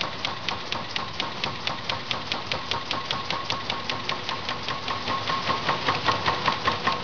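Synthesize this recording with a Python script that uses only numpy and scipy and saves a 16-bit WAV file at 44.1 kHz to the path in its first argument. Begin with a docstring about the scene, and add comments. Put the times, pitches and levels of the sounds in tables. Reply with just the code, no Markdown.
"""In a workshop, a label press gathers speed to five strokes a second as we walk along the paper web.
Each stroke is a sharp snap, then a thud that sets the frame and a steel panel ringing, and a small
rattle on the way back. Motors hum, rollers rumble and the web hisses and swishes.
Near the rewind reel the thud turns into a close, hard knock, and loose metal ticks."""
import sys
import numpy as np
from scipy import signal
from scipy.fft import rfft, irfft, next_fast_len
from scipy.io import wavfile

SR = 44100
rng = np.random.default_rng(int(sys.argv[2]) if len(sys.argv) > 2 else 0)


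def put_to_file(sound):
    """Save the sound as 16-bit audio at rate SR, in the file named by the first command-line argument."""
    columns = np.atleast_2d(sound).T  # one column per channel
    safe = np.clip(columns, -1, 1)
    whole_steps = np.round(safe * 32767)
    wavfile.write(sys.argv[1], SR, whole_steps.astype(np.int16))


N = 310023
TIME = np.arange(N) / SR

# fader moves for the rollers and the web along the walk: time_s, rumble_db, hiss_db
BED_FADERS = [(0.0, -37, -39.5), (2.23, -37.5, -38.5), (4.8, -36, -38), (5.29, -33.5, -33.5),
              (6.01, -31.5, -34.5), (7.03, -34, -36.5)]


def from_db(db):
    return 10 ** (np.asarray(db) / 20)


def unit_rms(x):
    return x / np.sqrt(np.mean(x ** 2) + 1e-20)


def along(rows, at):
    """The columns of an automation curve at the given times."""
    time_s, *columns = np.transpose(rows)
    return [np.interp(at, time_s, column) for column in columns]


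def coloured(spectrum):
    """Noise at rms 1, shaped by an EQ curve: frequency_hz, gain_db."""
    hz, db = np.transpose(spectrum)
    size = next_fast_len(N, True)
    bins = np.maximum(np.fft.rfftfreq(size, 1 / SR), 1)
    gain = from_db(np.interp(np.log(bins), np.log(hz), db))
    return unit_rms(irfft(rfft(rng.standard_normal(size)) * gain, size)[:N])


def drift(rate_hz):
    """A smooth random wobble with a spread of 1."""
    pole = np.exp(-80 * np.pi * rate_hz / SR)
    noise = rng.standard_normal(N // 40 + 2002)  # one value per 40 samples, plus time to settle
    slow = signal.lfilter([1], [1, -2 * pole, pole * pole], noise)[2000:]
    return np.interp(np.arange(N) / 40, np.arange(len(slow)), unit_rms(slow))


def clicks(times, gains):
    """One impulse at each time."""
    out = np.zeros(N)
    at = np.round(np.asarray(times) * SR).astype(int)
    inside = (at >= 0) & (at < N)
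    np.add.at(out, at[inside], gains[inside])
    return out


def swell(times, peak_db, rise_s, fall_s):
    """An envelope that rises and dies away after each time."""
    t = np.arange(SR // 2) / SR
    shape = (1 - np.exp(-t / rise_s)) * np.exp(-t / fall_s)
    return signal.oaconvolve(clicks(times, from_db(peak_db)), shape / shape.max())[:N]


def ring(drive, hz, t60_s):
    """A resonator: a unit click sets a sine of height 1 ringing."""
    r, w = from_db(-60 / (t60_s * SR)), 2 * np.pi * hz / SR
    return signal.lfilter([0, np.sin(w)], [1, -2 * r * np.cos(w), r * r], drive + 1e-18)


def strike(modes, times, level_db, build_s, vary_db):
    """Blows on a body: each mode builds up, then rings, a little differently each time."""
    out = np.zeros(N)
    for hz, db, t60_s in modes:
        timing, force = rng.standard_normal((len(times), 2)).T
        drive = clicks(times + .001 * timing, from_db(level_db + db + vary_db * force))
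        out += ring(drive, hz, t60_s) - ring(drive, hz, min(build_s, t60_s / 2))
    return out


def crack(times, peak_db, band_hz):
    """Hard metal contacts, a few cycles long."""
    sos = np.vstack([signal.butter(order, band_hz, "band", fs=SR, output="sos") for order in (2, 1)])
    top = np.abs(signal.sosfilt(sos, signal.unit_impulse(SR // 100))).max()
    return signal.sosfilt(sos, clicks(times, from_db(peak_db) / top))


def motor_tone(hz, db):
    """One motor partial, wavering in level and pitch."""
    level = from_db(db + 2.5 * drift(5.4))
    return level * np.sqrt(2) * np.sin(2 * np.pi * hz * TIME + drift(4))


def rollers_and_web(at):
    """The bed: rollers rumble and the web hisses in time with the strokes, over low room tone."""
    # body of the rollers: frequency_hz, gain_db
    roller_eq = [(20, -42.5), (45, -31), (60, -21), (95, -1), (170, -2.5), (320, -6.5), (500, -5.5),
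                 (700, -6), (1050, -2), (1400, -11.5), (2200, -20), (5000, -41.5)]
    # hiss of running paper: frequency_hz, gain_db
    web_eq = [(300, -22.5), (1000, 1.5), (1600, -3), (1900, 2), (2400, 0), (3600, 2), (4900, -2),
              (6000, -14.5), (7000, -28)]
    rumble_db, hiss_db = along(BED_FADERS, TIME)
    turns = np.interp(TIME, np.append(at, 2 * at[-1] - at[-2]), np.arange(len(at) + 1))
    tug = np.cos(2 * np.pi * (turns - .08))
    rumble = from_db(rumble_db - 2 + .96 * drift(13)) * coloured(roller_eq)
    hiss = from_db(hiss_db - .5 + .75 * tug + 1.3 * drift(31)) * coloured(web_eq)
    room_eq = [(20, -17.5), (42, -5), (58, 1), (80, 6), (110, -.5), (200, -25)]
    return rumble + hiss + from_db(-52.5) * coloured(room_eq)


def motors():
    """The hum rides with the rollers' level; the main motor's drone swells from place to place."""
    # motor hum partials: pitch_hz, level_db
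    partials = [(99.9, -50.5), (121, -54.5), (182, -55.5), (366, -55), (1096, -55)]
    # the main motor's drone along the walk: time_s, fourth_order_db, eighth_order_db
    drone_faders = [(0, -59, -61), (2.6, -54, -56), (5.1, -46.5, -55), (5.7, -53, -47), (7.0, -56, -45)]
    rotation_hz = 61.4
    rumble_db, _ = along(BED_FADERS, TIME)
    ride_db = .51 * (rumble_db - rumble_db.mean())
    hum = sum(motor_tone(hz, db + ride_db) for hz, db in partials)
    fourth_db, eighth_db = along(drone_faders, TIME)
    return hum + motor_tone(4 * rotation_hz, fourth_db) + motor_tone(8 * rotation_hz, eighth_db)


def chatter(ticks_per_s=90):
    """Guides and bearings tick faintly at random."""
    timing, force = rng.random((round(ticks_per_s * N / SR), 2)).T
    at = timing * N / SR
    _, hiss_db = along(BED_FADERS, at)
    return crack(at, hiss_db + 9 * force - 1.5, band_hz=(2000, 5060))


def snaps(at, db, edge_db):
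    """A short scrape leads into the snap; nearby plates throw it straight back."""
    # early reflections off the plates: delay_s, gain_db
    plates = [(.0014, -13.5), (.0026, -13), (.0043, -6), (.0061, -13)]
    peak_db = db + edge_db
    hard = crack(at - .0003, peak_db, band_hz=(2000, 4560))
    for delay_s, gain_db in plates:
        timing, force = rng.standard_normal((len(at), 2)).T
        hard += crack(at + delay_s + .00022 * timing, peak_db + gain_db + .6 * force, (2100, 4200))
    # colour of the scrape and the tail: frequency_hz, gain_db
    snap_eq = [(60, -24), (300, -13), (750, -4), (1100, -8), (1700, -7), (2200, -2), (2800, -3.5),
               (3500, 0), (4400, -7), (5500, -11), (7000, -45)]
    scrape = swell(at - .007, db - 9.5, rise_s=.0071, fall_s=.013)
    tail = swell(at, db + 2.5, rise_s=.00094, fall_s=.005)
    return hard + np.hypot(scrape, tail) * coloured(snap_eq)


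def thuds(at, db, frame_db):
    """The heavy part of the stroke lands: a low push, a dull burst and the ringing frame."""
    # colour of the impact: frequency_hz, gain_db
    burst_eq = [(40, -33), (90, 2), (160, -12), (260, 0.5), (420, -5), (540, -2.5), (670, -2.5), (900, -1),
                (1200, 1), (1500, -5), (2500, -14), (4500, -10.5), (7000, -37)]
    # modes of the press frame: pitch_hz, gain_db, t60_s
    frame_modes = [(137.4, -8, 0.52), (222.3, -13.5, 0.5), (521.4, -3.5, 0.24), (577.5, -11, 0.39),
                   (608.5, -6, .14), (739, -8.5, 0.38), (787.4, 0.5, 0.13), (925, 0, .28),
                   (932, -5.5, 0.32), (1020, -8.5, 0.13), (1069, -1, 0.52), (1118, -4, 0.23),
                   (1230, -9, 0.13), (1230, -22, 0.13), (1370, -18.5, .16)]
    push_eq = [(30, -32.5), (90, -7.5), (170, -4), (300, -17), (800, -40)]
    push = swell(at - .008, db - 7.5, rise_s=.00041, fall_s=.041) * coloured(push_eq)
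    burst = swell(at - .002, db, rise_s=.0037, fall_s=.044) * coloured(burst_eq)
    return push + burst + strike(frame_modes, at, db + frame_db, build_s=.01, vary_db=1.5)


def knocks(at, db):
    """Close up, the same landing has a hard, bright attack."""
    # modes of the knock: pitch_hz, gain_db, t60_s
    knock_modes = [(489.5, -39.5, 0.71), (910, -26.5, 0.3), (1042.5, -20, 0.14), (1082, -16.5, .14),
                   (1157, -17, .05), (1245, -28, 0.16), (1370, -32, .06), (1812, -18.5, 0.052),
                   (1910, -11.5, 0.029), (2030, -25, 0.037)]
    grit_eq = [(40, -31.5), (200, -3.5), (600, -1.5), (1000, -1), (2000, -1.5), (3500, -5), (7000, -38.5)]
    grit = swell(at - .002, db - 24, rise_s=.0046, fall_s=.0068) * coloured(grit_eq)
    return grit + strike(knock_modes, at + .001975, db, build_s=.025, vary_db=.5)


def web_feed(at, lands):
    """The paper flicks as the stroke lands, and swishes as it is pulled on for the next."""
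    # sheen of sliding paper: frequency_hz, gain_db
    paper_eq = [(1500, -29), (3200, -14.5), (4800, 6.5), (5800, -1.5), (7000, -17)]
    pull = at[:-1] + .705 * np.diff(at)
    swish = swell(pull, rng.normal(-43.5, 1, len(pull)), rise_s=.0064, fall_s=.041)
    flick = swell(lands, np.full(len(lands), -39), rise_s=.0009, fall_s=.0045)
    flutter = from_db(3.7 * drift(90))
    return (swish + flick) * flutter * coloured(paper_eq)


def panel(at, db, pitch_hz=1088, throb_hz=32):
    """A steel panel sings as the stroke lifts: the note swells, throbs, wavers and dies away."""
    level = swell(at + .025, db + 7.5, rise_s=.05, fall_s=.034)
    since_landing = TIME - np.concatenate([[0], at])[np.searchsorted(at, TIME)]
    throb = 1 + .23 * np.cos(2 * np.pi * throb_hz * (since_landing - .05))
    hz = pitch_hz + 5 * drift(6)
    return level * throb * np.sin(2 * np.pi * np.cumsum(hz) / SR)


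def linkage(at, db):
    """Close up, the linkage takes up its slack just ahead of each snap, and again as it lifts."""
    slack_eq = [(30, -28), (70, -8.5), (130, -5), (300, -5), (550, 3.5), (850, 4.5),
                (1400, -2.5), (2600, -1.5), (6500, -21.5)]
    ahead = swell(at - .019, db - 33, rise_s=.015, fall_s=.038)
    lift = swell(at + .066, db - 34.5, rise_s=.0092, fall_s=.018)
    return (ahead + lift) * coloured(slack_eq)


def return_rattle(at):
    """Halfway round, a light part rattles as the stroke turns back, loudest at low speed."""
    # thin ring of the light part: frequency_hz, gain_db
    rattle_eq = [(1200, -32), (1780, -15), (1925, 3.5), (2080, -13), (3100, -11.5), (3550, -6), (3900, -5),
                 (4400, -12.5), (7000, -33.5)]
    period = np.diff(at)
    turn = at[:-1] + .485 * period
    db = -36 + 50 * (period - period.mean()) + rng.normal(0, 1, len(turn))
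    return swell(turn, db, rise_s=.0087, fall_s=.008) * coloured(rattle_eq)


def loose_metal():
    """Loose metal ticks near the reel, each tick with one quick reflection."""
    # tick cues: start_s, level_db
    ticks = [(5.922, -31), (5.949, -21), (6.116, -19), (6.346, -27), (6.5222, -20), (6.544, -30),
             (6.7156, -22.5), (6.9227, -22.5)]
    tick_eq = [(500, -17), (1800, -14), (2800, -1.5), (4300, -1), (5500, -9.5), (7000, -32)]
    at, db = np.transpose(ticks)
    direct = swell(at, db, rise_s=.0003, fall_s=.0026)
    reflection = swell(at + .0037, db - 9.5, rise_s=.0003, fall_s=.0025)
    return (direct + reflection) * coloured(tick_eq)


def stroke_cycle():
    """Stroke times and cycle lengths: one stroke per turn as the main shaft speeds up to working pace."""
    slow_hz, full_hz = 4.2036, 5.0736
    first_stroke_s, speed_up_s = .0108, (1.502, 2.464)
    rate_hz = np.interp(TIME, speed_up_s, [slow_hz, full_hz])
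    turns = np.cumsum(rate_hz) / SR - first_stroke_s * slow_hz
    at = np.interp(np.arange(np.ceil(turns[-1])), turns, TIME)
    return at, 1 / np.interp(at, TIME, rate_hz)


def scene():
    """The press cycle cues the hits over the running bed; the walk sets the balance."""
    # fader moves for the stroke along the walk: time_s, snap_db, thud_db, panel_db, knock_db
    walk = [(0, -25.5, -32, -46, -25), (2.1, -24.5, -31, -49, -23), (3.1, -25, -30.5, -38, -22.5),
            (3.85, -25.5, -34, -41, -15.5), (4.15, -24.5, -34, -49.5, -6), (4.5, -27.5, -39, -45.5, -7),
            (5.25, -30, -31.5, -32.5, -4.5), (5.75, -30.5, -26.5, -38, 2), (6.3, -25.5, -27, -40.5, 2.5),
            (7.0, -33.5, -29.5, -36.5, .5)]
    at, period = stroke_cycle()
    snap_db, thud_db, panel_db, knock_db = along(walk, at)
    # beside the reel the landing comes sooner, the snap loses edge and the frame rings less
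    near_reel = from_db(knock_db - knock_db.max())
    lands = at + .09 * period - .002987 * near_reel
    snap_vary, thud_vary, panel_vary = rng.standard_normal((len(at), 3)).T
    press = (snaps(at, snap_db + .1 * snap_vary, edge_db=17.9 - 6 * near_reel)
             + thuds(lands, thud_db + .34 * thud_vary, frame_db=-1.5 - 3 * near_reel)
             + panel(lands, panel_db + 1.7 * panel_vary)
             + knocks(lands, knock_db))
    small_parts = return_rattle(at) + linkage(at, knock_db) + loose_metal() + chatter()
    return (press + small_parts + web_feed(at, lands) + rollers_and_web(at) + motors())[None]


def record(dry):
    """A narrow-band finish: the top rolls off steeply, and the signal rides on a small offset."""
    cutoff_hz, dc_offset = 6500, -.0112
    taps = signal.firwin(121, cutoff_hz, window=("kaiser", 8), fs=SR)
    return signal.oaconvolve(dry, taps[None], mode="same", axes=1) + dc_offset


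dry = scene()
out = record(dry)
put_to_file(out)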